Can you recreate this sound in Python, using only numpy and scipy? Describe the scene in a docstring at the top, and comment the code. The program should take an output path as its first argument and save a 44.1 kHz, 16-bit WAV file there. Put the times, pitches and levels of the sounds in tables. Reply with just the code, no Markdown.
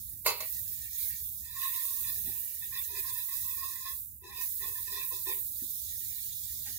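"""Butter sizzles on a hot griddle pan over a gas ring in a small kitchen: dense random clicks make
fine fizz and coarse spitting, patchy narrow noise bands a low sizzle. Shaped noise makes a low rumble
of flame and house. A knife hits the pan, bounces and touches it again softly, ringing its modes, then
pushes the butter about in strokes whose clicks excite moving resonances. Soft bumps on the stove are
short damped rings; near the end a paper plate rustles."""
import sys
import numpy as np
from scipy import signal
from scipy.fft import rfft, irfft, next_fast_len
from scipy.io import wavfile
from scipy.ndimage import uniform_filter1d

SR = 44100
rng = np.random.default_rng(int(sys.argv[2]) if len(sys.argv) > 2 else 0)


def to_wav(s):
    """Save 16-bit WAV."""
    ch = np.atleast_2d(s).T  # columns
    pcm = np.round(np.clip(ch, -1, 1) * 32767)  # PCM
    wavfile.write(sys.argv[1], SR, pcm.astype(np.int16))


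N = 299340

# frying curve, before trims: time_s, fizz_db, spit_db, low_sizzle_db
FRYING_LEVELS = [(0.0, -44, -53, -103), (0.23, -45, -60, -78), (0.38, -43, -68, -66), (0.47, -37, -50, -63),
                 (0.62, -37.5, -51.5, -70.5), (0.92, -42.5, -51.5, -68.5), (1.01, -32, -46.5, -55.5),
                 (1.17, -39, -50.5, -69), (1.28, -39, -53, -89.5), (1.53, -44.5, -54.5, -99),
                 (1.62, -34, -49, -62.5), (1.93, -35, -45.5, -68.5), (2.34, -35.5, -52, -63),
                 (2.53, -39.5, -52, -68), (2.76, -39, -53, -79.5), (2.82, -35.5, -51.5, -59),
                 (2.93, -39.5, -50, -87), (3.02, -36.5, -48, -64), (3.27, -37.5, -51, -77),
                 (3.36, -35.5, -47, -70), (3.57, -36.5, -50.5, -105.5), (3.85, -42.5, -51, -95),
                 (3.89, -37, -52, -102.5), (4.0, -39.5, -55, -111), (4.21, -53.5, -71.5, -111),
                 (4.25, -58.5, -85, -108), (4.42, -35.5, -47.5, -61), (4.58, -37, -52, -81),
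                 (4.95, -39, -49, -69.5), (5.1, -36, -55, -74), (5.15, -40, -48.5, -105),
                 (5.33, -33.5, -52, -55), (5.52, -39, -53.5, -112), (5.61, -38, -49, -77.5),
                 (6.79, -41, -47.5, -70.5)]
# outline of fine fizz: freq_hz, density_db_per_hz
FIZZ_SPECTRUM = [(5000, -56), (7500, -7), (9500, -7), (11500, 2.5), (13000, 1), (14700, 8), (15600, 3),
                 (16500, -28.5)]
# outline of coarse spitting: freq_hz, density_db_per_hz
SPIT_SPECTRUM = [(2700, -48), (3250, -13), (3700, -5), (4500, -9.5), (6000, -6.5), (6800, -4), (8500, -7.5),
                 (11000, -4)]
# low sizzle, levels of its narrow bands: centre_hz, level_db
LOW_SIZZLE_BANDS = [(1600, -13.5), (1800, 6.5), (2100, -4), (2500, -0.5), (3000, -2.5), (3400, -11.5)]
# low rumble curve: time_s, level_db
RUMBLE_LEVELS = [(0.0, -55), (0.38, -57), (1.47, -54), (1.89, -67.5), (2.21, -50.5), (2.44, -61.5),
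                 (3.1, -56), (3.33, -71), (3.38, -56.5), (3.97, -61), (6.71, -56), (6.79, -57.5)]
# outline of rumble: freq_hz, density_db_per_hz
RUMBLE_SPECTRUM = [(15, -51.5), (25, -16.5), (54, 6), (70, 8.5), (122, -2.5), (161, -17.5), (204, -12),
                   (259, -24.5), (298, -17.5), (420, -58), (550, -69.5), (920, -120)]
# knife on pan (a short noisy swell leads into the hit, then bounces and a late soft touch):
# start_s, level_db, rise_s, rattle_decay_s, sharpness_hz, ring_db
KNIFE_TAPS = [(0.244, -20, .02, 0.02, 12000, -60), (0.2608, -20, .0014, 0.01, 9000, -22),
              (0.2695, -25, .001, .01, 7000, -34), (0.2775, -23, .001, .012, 6000, -34),
              (0.289, -28, .001, .014, 5000, -45), (0.298, -31, .002, .05, 3500, -50),
              (0.403, -30, .002, 0.013, 6000, -38)]
# modes of the struck pan: pitch_hz, level_db, t60_s
STRUCK_MODES = [(450, -22, .22), (521, -20, .22), (588, -20, .28), (636, -9, .25), (856, -22, .1),
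                (911, -20, .37), (968, -16, .5), (1039, -9, .12), (1113, -14, .24), (1158, -18, .18),
                (1416, -21, .18), (1513, -24, .28), (1901, -15, .25), (2073, -16, .27), (2155, -6, .13),
                (2580, -16, .3), (2602, -16, .33), (2632, -14, .24), (2848, -18, .15), (4237, -9, .1),
                (4315, -12, .09), (13313, -3, .07)]
# outline of blade rattle: freq_hz, density_db_per_hz
CLATTER_SPECTRUM = [(150, -73), (300, -30.5), (450, -7.5), (700, -12), (1100, -6.5), (1600, -23),
                    (2200, -7.5), (3300, -15.5), (4300, -1), (5900, -18.5), (7000, -6), (8200, -18),
                    (10500, -6), (13300, 0.5), (16000, 3)]
# soft bumps against the stove: start_s, level_db, pitch_hz
STOVE_BUMPS = [(2.274, -42.5, 227), (1.09, -66, 740), (2.547, -69, 635), (5.62, -41, 272), (6.0, -64, 400),
               (6.594, -71, 493), (6.684, -55, 310)]
# knife strokes: start_s, length_s, first_level_db, last_level_db, brightness_db, weight_db,
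# first_main_resonance_hz
KNIFE_STROKES = [(1.446, 0.25, -71, -59.5, 6, -42, 997), (1.562, 0.1, -51.5, -44, -4.5, -65, 1081),
                 (1.733, 0.29, -51, -70, -4, -55, 1036), (1.97, 0.12, -75, -53, 3.5, -34, 1114),
                 (2.143, 0.039, -87.5, -87.5, 23, 20, 1095), (2.266, 0.15, -64, -74, 3.5, -6, 804.5),
                 (2.628, 0.047, -69, -89.5, 14, -3, 993), (2.727, 0.051, -54, -49.5, 0.5, -21.5, 1065),
                 (2.897, 0.093, -62.5, -50.5, 3, -9, 990), (3.052, 0.055, -51, -47, -4.5, -26, 1035),
                 (3.161, 0.081, -59, -70, 3.5, -42.5, 1009), (3.293, 0.1, -56, -64, 2, -22.5, 1070),
                 (3.439, 0.3, -61, -56, -2.5, -46, 1067), (3.63, 0.092, -49.5, -56, -6, -24.5, 1077),
                 (3.752, 0.14, -59, -63, -1, -41.5, 1016), (3.866, 0.064, -47.5, -60.5, -2, -25, 1057),
                 (4.244, 0.063, -56, -54.5, -3, -6.5, 999), (4.328, 0.092, -54, -51.5, 1, -16, 1023),
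                 (4.452, 0.03, -70, -100, 7.5, -33, 1060), (4.621, 0.095, -53.5, -61, 2, -5.5, 1047),
                 (4.754, 0.027, -53.5, -52.5, -6, -36, 1019), (4.88, 0.092, -55.5, -50.5, 0.5, -17, 1025),
                 (4.97, 0.074, -44.5, -56, 1, -15.5, 1060), (5.123, 0.073, -46.5, -67, -4, -8.5, 1040),
                 (5.276, 0.032, -45, -43.5, -1, -3.5, 1035), (5.345, 0.057, -64, -73.5, -1, -1, 1040)]
# other pan resonances under the blade: centre_hz, width_hz, level_db
RUBBED_RESONANCES = [(394, 90, -1.5), (477, 71, -10.5), (653, 73, -21), (855, 77, -9.5), (1753, 88, -11),
                     (1827, 63, -4), (1942, 97, -9.5), (2455, 82, -10.5), (2583, 91, -9.5), (3540, 80, -7),
                     (3845, 118, -5.5), (3930, 77, -7), (5000, 170, -5.5)]
# upper pan resonances that sing along: pitch_hz, level_db (against the main one)
SUNG_OVERTONES = [(1860, -18.5), (2590, -4)]
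# outline of paper plate rustle: freq_hz, density_db_per_hz
PLATE_SPECTRUM = [(500, -78), (850, 14), (1050, -51), (1200, 1), (1350, -26), (1550, 10), (1950, 8),
                  (2500, 4.5), (3400, 8)]
# microphone colour: freq_hz, left_minus_right_db
PORT_BALANCE = [(60, -12.5), (150, -1), (260, 2), (450, 12.5), (700, 0), (1290, -5), (2400, 2),
                (4400, -4.5), (8100, -4), (15000, -9)]

# frying
SPIT_TRIM_DB, LOW_SIZZLE_TRIM_DB = 3.5, 6.0
SPIT_UNEVEN_DB, SPIT_MEAN_DB = 2.5, -47.5
LOW_SPIT_EXTRA = 0.97   # share by which the lowest band exaggerates a sink below the mean
LOW_SIZZLE_WAVER_DB, LOW_SIZZLE_WAVER_HZ = 4.5, 5.0
# spitting thrown up by a firm stroke; share of the stroke's swing it follows
STROKE_SPATTER_DB, SPATTER_FOLLOWS = -56, 0.99
TAP_SPATTER_DB, TAP_FIZZ_DB = -3, -23   # against the tap's level
TAP_SPATTER_DECAY_S, TAP_SPATTER_RISE_S = 0.0067, 0.003
# rumble
RUMBLE_WAVER_DB = 1.5
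RUMBLE_LEFT_DB, RUMBLE_TOP_LEFT_DB = 13.5, 9   # left minus right
# the blade comes to rest on the pan and stills it
DAMPED_FROM_S, DAMPING_DB_PER_S = .45, 280
# strokes
STROKE_RISE_DB_PER_S, STROKE_FALL_DB_PER_S, LIFTED_DB = 902, 703, -125
PAN_REST_HZ, PAN_SETTLE_S = 1074, 0.099   # the main resonance settles here during a stroke
FIRM_DB, UPPER_FOLLOWS = -58.5, 0.93   # upper resonances swing less than the main one around firm
# the squeal is steadier than the scrape: level, share of swing evened out, most lift
SQUEAL_DB, SQUEAL_EVENS, SQUEAL_MOST_DB = -4.5, 0.28, 1
SQUEAL_FLICKER_HZ = 31
LOW_LUMPS_DB, LOW_LUMPS_RATE_HZ = 8, 10   # dips between lumps of the low resonances
# rustle, room, top
RUSTLE_S, RUSTLE_LENGTH_S, RUSTLE_DB = 6.675, .016, -41
KITCHEN_T60_S, WALL_CUT_HZ = 0.16, 7600
CUTOFF_HZ = 15950


def from_db(db):
    """dB to gain."""
    return 10 ** (np.asarray(db) / 20)


def rms_one(x):
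    """Scales to rms 1."""
    return x / np.sqrt(np.mean(x ** 2) + 1e-20)


def in_time(rows):
    """Columns of a curve table, sample by sample."""
    time_s, *columns = np.transpose(rows)
    return [np.interp(np.arange(N) / SR, time_s, column) for column in columns]


def colour(x, spectrum):
    """Shapes a signal to a (Hz, dB) outline, linear in log frequency."""
    hz = np.maximum(np.fft.rfftfreq(N, 1 / SR), 1)
    hz_points, db_points = np.transpose(spectrum)
    gain_db = np.interp(np.log(hz), np.log(hz_points), db_points)
    return irfft(rfft(x) * from_db(gain_db), N)


def drift(rate_hz):
    """Slow random curve of rms 1: noise through a double one-pole low-pass, one point per 40 samples."""
    pole = np.exp(-80 * np.pi * rate_hz / SR)
    noise = rng.standard_normal(N // 40 + 2002)
    slow = signal.lfilter([1], [1, -2 * pole, pole * pole], noise)[2000:]   # skips the settling
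    return np.interp(np.arange(N) / 40, np.arange(len(slow)), rms_one(slow))


def clicks(per_s, spread_db, size=N):
    """Random clicks of either sign; their dB sizes are spread exponentially from 0, up to 5 spreads."""
    sizes = from_db(spread_db * np.minimum(rng.exponential(1, size), 5))
    signed = sizes * rng.choice([-1, 1], size)
    return signed * (rng.random(size) < per_s / SR) + 1e-18


def ring(x, hz, t60_s):
    """Two-pole resonator: a unit click sets a decaying sine of height 1 ringing."""
    r, w = from_db(-60 / (t60_s * SR)), 2 * np.pi * hz / SR
    return signal.lfilter([0, np.sin(w)], [1, -2 * r * np.cos(w), r * r], x)


def resonance(x, hz, width_hz):
    """Steep band around a centre that may move: shift down, low-pass, shift back; noise keeps its level."""
    turn = np.exp(2j * np.pi * np.cumsum(hz * np.ones(N)) / SR)
    low = signal.sosfilt(signal.butter(6, width_hz / 2, fs=SR, output="sos"), x / turn)
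    return (low * turn).real * np.sqrt(2 * SR / width_hz)


def bubbles(spectrum, per_s, spread_db, patchy_db, hiss):
    """Bursts at six spots on the pan, each leading by its own lag on the right, over a smooth hiss."""
    out = np.zeros((2, N))
    for lead in range(2, 38, 6):
        rate_per_s = per_s / 6 * from_db(patchy_db * drift(20))
        spot = clicks(rate_per_s, spread_db)
        out += [np.roll(spot, lead), spot]
    out = rms_one(out) + hiss * rng.standard_normal((2, N))
    return rms_one(colour(out, spectrum))


def uneven_bands(x, level_db):
    """Noise bands with separate random levels; the spitting gets thinner below when quiet."""
    out, edges_hz = 0, np.geomspace(2600, 12000, 14)
    for k, (low_hz, high_hz) in enumerate(zip(edges_hz, edges_hz[1:])):
        band_pass = signal.butter(2, [low_hz, high_hz], "band", fs=SR, output="sos")
        band = signal.sosfilt(band_pass, x)
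        sink_db = LOW_SPIT_EXTRA * (1 - k / 12) ** 2 * np.minimum(level_db - SPIT_MEAN_DB, 0)
        out = out + band * from_db(sink_db + SPIT_UNEVEN_DB * drift(15.0)) * (-1) ** k
    return out


def low_sizzle():
    """Patchy narrow noise bands at 1.6-3.4 kHz that come and go, each with its own lag on the left."""
    out = np.zeros((2, N))
    hz_points, db_points = np.transpose(LOW_SIZZLE_BANDS)
    for hz in np.geomspace(hz_points[0], hz_points[-1], 11):
        patch_db = 45.0 * np.minimum(drift(6.0), .1)
        gain = from_db(np.interp(hz, hz_points, db_points) + patch_db)
        band = gain * resonance(rng.standard_normal(N), hz, width_hz=hz / 16)
        out += [np.roll(band, rng.integers(0, 30)), band]
    waver = from_db(LOW_SIZZLE_WAVER_DB * np.minimum(drift(LOW_SIZZLE_WAVER_HZ), 1))
    return rms_one(out * waver)


def frying(blade_db):
    """Fizz, spitting and low sizzle on their own levels; knife strokes and taps throw up more spitting."""
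    fizz_db, spit_db, low_sizzle_db = in_time(FRYING_LEVELS)
    t = np.arange(N) / SR
    jolt = 0
    for start_s, level_db, *_ in KNIFE_TAPS[1:]:   # the opening swell adds no spitting
        since = np.maximum(t - start_s, 0)
        swell = 1 - np.exp(-since / TAP_SPATTER_RISE_S)
        jolt = jolt + from_db(level_db) * np.exp(-since / TAP_SPATTER_DECAY_S) * swell
    stirred = from_db(STROKE_SPATTER_DB + SPATTER_FOLLOWS * (blade_db - FIRM_DB))

    fizz_gain = from_db(fizz_db) + from_db(TAP_FIZZ_DB) * jolt
    fizz = fizz_gain * bubbles(FIZZ_SPECTRUM, per_s=6200, spread_db=3.5, patchy_db=7.5, hiss=1.0)

    spit_gain = np.hypot(from_db(spit_db + SPIT_TRIM_DB), stirred) + from_db(TAP_SPATTER_DB) * jolt
    bursts = bubbles(SPIT_SPECTRUM, per_s=4000, spread_db=-1.0, patchy_db=8.5, hiss=1.0)
    spit = spit_gain * uneven_bands(bursts, 20 * np.log10(spit_gain))
    return fizz + spit + from_db(low_sizzle_db + LOW_SIZZLE_TRIM_DB) * low_sizzle()


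def rumble():
    """Low noise of flame and house from the left, largely alike on both sides; its upper part flutters."""
    mid, side = colour(rng.standard_normal((2, N)), RUMBLE_SPECTRUM)
    pair = rms_one(mid + 0.53 * side * np.array([[1], [-1]]))
    low = signal.sosfilt(signal.butter(4, 210, "low", fs=SR, output="sos"), pair)
    high = signal.sosfilt(signal.butter(4, 210, "high", fs=SR, output="sos"), pair)
    lean = np.array([[.5], [-.5]])
    flutter_db = 5.5 * drift(2.6) - 1.0
    pair = low * from_db(RUMBLE_LEFT_DB * lean) + high * from_db(flutter_db + RUMBLE_TOP_LEFT_DB * lean)
    return from_db(in_time(RUMBLE_LEVELS)[0] + RUMBLE_WAVER_DB * drift(13.0)) * pair


def taps():
    """Each touch rings the pan's modes and makes the blade rattle for a moment; gives ring and rattle."""
    modes_hz, modes_db, modes_t60_s = np.transpose(STRUCK_MODES)
    count, span = len(modes_hz), SR // 4
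    forces, clatter = np.full((count, N), 1e-18), np.zeros(N)
    since = np.arange(span) / SR
    for start_s, level_db, rise_s, decay_s, sharp_hz, ring_db in KNIFE_TAPS:
        at = round(start_s * SR)
        # every mode starts up to 2.5 ms late, at a slightly random strength
        late = rng.integers(0, SR // 400, count)
        strength_db = rng.normal(0, 1.5, count)
        forces[np.arange(count), at + late] += from_db(ring_db + modes_db + strength_db)
        envelope = from_db(level_db) * np.exp(-since / decay_s) * (1 - np.exp(-since / rise_s)) ** 2
        rattle = envelope * rms_one(clicks(4000, 0.55, size=span))
        low_pass = signal.butter(1, min(sharp_hz, .45 * SR), fs=SR)
        clatter[at:at + span] += signal.lfilter(*low_pass, rattle)
    rings = sum(ring(force, hz, t60_s) for force, hz, t60_s in zip(forces, modes_hz, modes_t60_s))
    # a thin pan radiates no bass
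    rings = signal.sosfilt(signal.butter(4, 380, "high", fs=SR, output="sos"), rings)
    damping = from_db(-DAMPING_DB_PER_S * np.maximum(np.arange(N) / SR - DAMPED_FROM_S, 0))
    return rings * damping, from_db(10.0) * colour(clatter, CLATTER_SPECTRUM)


def bumps():
    """Each bump is one dull, short ring: a click through three damped resonators in series."""
    out = np.zeros(N)
    for start_s, level_db, hz in STOVE_BUMPS:
        push = np.full(N, 1e-18)
        push[round(start_s * SR)] = from_db(level_db - 22.5)
        body = ring(push, hz, 0.023)
        body = ring(body, hz * 0.77, 0.0098)
        out += ring(body, hz * 1.18, 0.016) * from_db(-34.0)
    return out


def strokes():
    """Blade level, brightness, weight (dB), main resonance (Hz): strokes land, hold, lift; firmest leads."""
    t = np.arange(0, N / SR + .002, .001)
    columns = np.transpose(KNIFE_STROKES)[:, :, None]
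    start_s, length_s, first_db, last_db, bright_db, weight_db, first_hz = columns
    since = t - start_s
    held_db = first_db + (last_db - first_db) * np.clip(since / length_s, 0, 1)
    landing_db = STROKE_RISE_DB_PER_S * np.minimum(since, 0)
    lifting_db = STROKE_FALL_DB_PER_S * np.maximum(since - length_s, 0)
    each_db = held_db + landing_db - lifting_db
    settling = np.exp(-(np.maximum(since, 0) / PAN_SETTLE_S) ** 2)
    each_hz = PAN_REST_HZ + (first_hz - PAN_REST_HZ) * settling
    lead = each_db.argmax(axis=0)
    level_db = np.maximum(each_db.max(axis=0), LIFTED_DB)
    main_hz = each_hz[lead, np.arange(len(t))]
    curves = level_db, bright_db[lead, 0], weight_db[lead, 0], main_hz
    return in_time(np.transpose([t, *uniform_filter1d(curves, size=9)]))   # smoothed over 9 ms


def sing(hz):
    """Sine on a moving pitch."""
    return np.sin(2 * np.pi * np.cumsum(hz) / SR)


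def scraping(level_db, bright_db, weight_db, main_hz):
    """The blade catches on the rough coat in dense clicks that excite pan resonances damped by butter."""
    upper_db = bright_db + (UPPER_FOLLOWS - 1) * (level_db - FIRM_DB)
    catches = rms_one(clicks(900 * from_db(4.0 * drift(30)), 2.85))
    # the main resonance bends as the blade loads other parts of the pan
    out = resonance(catches, main_hz, width_hz=140.0) * from_db(-8.0)
    core_hz = main_hz * (1 + 0.012 * drift(6.0))
    out += resonance(catches, core_hz, width_hz=43.8) * from_db(-4.5)

    evened_db = np.minimum(SQUEAL_EVENS * (FIRM_DB - level_db), SQUEAL_MOST_DB)
    squeal_db = SQUEAL_DB + evened_db + 2.0 * drift(SQUEAL_FLICKER_HZ)
    out += from_db(squeal_db) * sing(main_hz * (1 + 0.01028 * drift(15.8)))
    for hz, db in SUNG_OVERTONES:
        sung_hz = hz * (1 + 0.012 * drift(14.0))
        out += from_db(squeal_db + db + upper_db + 6.5 * drift(14.0)) * sing(sung_hz)

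    for hz, width_hz, db in RUBBED_RESONANCES:
        if hz < 900:   # low resonances come in soft lumps
            lean_db = weight_db + LOW_LUMPS_DB * np.minimum(drift(LOW_LUMPS_RATE_HZ) - .5, 0)
        else:
            lean_db = upper_db
        wander_hz = hz * (1 + 0.0167 * drift(6.92))   # each bends and flickers on its own
        flicker_db = 4.5 * drift(31.0)
        out += resonance(catches, wander_hz, width_hz) * from_db(db + lean_db + flicker_db)
    touching = level_db > LIFTED_DB + 1
    return from_db(level_db) * touching * out


def rustle():
    """Paper plate as bread is lifted: a soft crackle in the plate's resonances swells and fades."""
    swell = np.exp(-((np.arange(N) / SR - RUSTLE_S) / RUSTLE_LENGTH_S) ** 2)
    return from_db(RUSTLE_DB) * swell * rms_one(colour(clicks(2700, 1.8), PLATE_SPECTRUM))


def kitchen(x):
    """Room reverberation: eight feedback delays a side, duller on every round."""
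    size = next_fast_len(N + SR)
    w = 2 * np.pi * np.fft.rfftfreq(size)
    dull = 1 / (1 + 1j * w * SR / (2 * np.pi * WALL_CUT_HZ))
    out = np.zeros((2, len(w)), complex)
    for k, lag in enumerate(rng.uniform(.008, 0.027, 16) * SR):
        loop = from_db(-60 * lag / SR / KITCHEN_T60_S) * dull * np.exp(-1j * w * lag)
        out[k % 2] += loop / (1 - loop) * (-1) ** (k // 2)
    return irfft(out * rfft(x, size), size)[:, :N]


def scene():
    """Pan sounds with their room, over frying and rumble."""
    blade = strokes()
    rings, clatter = taps()
    pan = scraping(*blade) + clatter + bumps() + rustle()
    direct = np.array([np.roll(pan + rings, 4), pan + rings])   # the right side is a little nearer
    room = from_db(-4.5) * kitchen(pan + from_db(-16.0) * rings)
    return frying(blade[0]) + direct + room + rumble()


def record(dry):
    """The two microphone ports differ in colour; the top is cut."""
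    left = colour(dry[0], [(hz, db / 2) for hz, db in PORT_BALANCE])
    right = colour(dry[1], [(hz, -db / 2) for hz, db in PORT_BALANCE])
    top_cut = signal.ellip(14, .5, 80, CUTOFF_HZ, fs=SR, output="sos")
    return signal.sosfilt(top_cut, [left, right])


dry = scene()
out = record(dry)
to_wav(out)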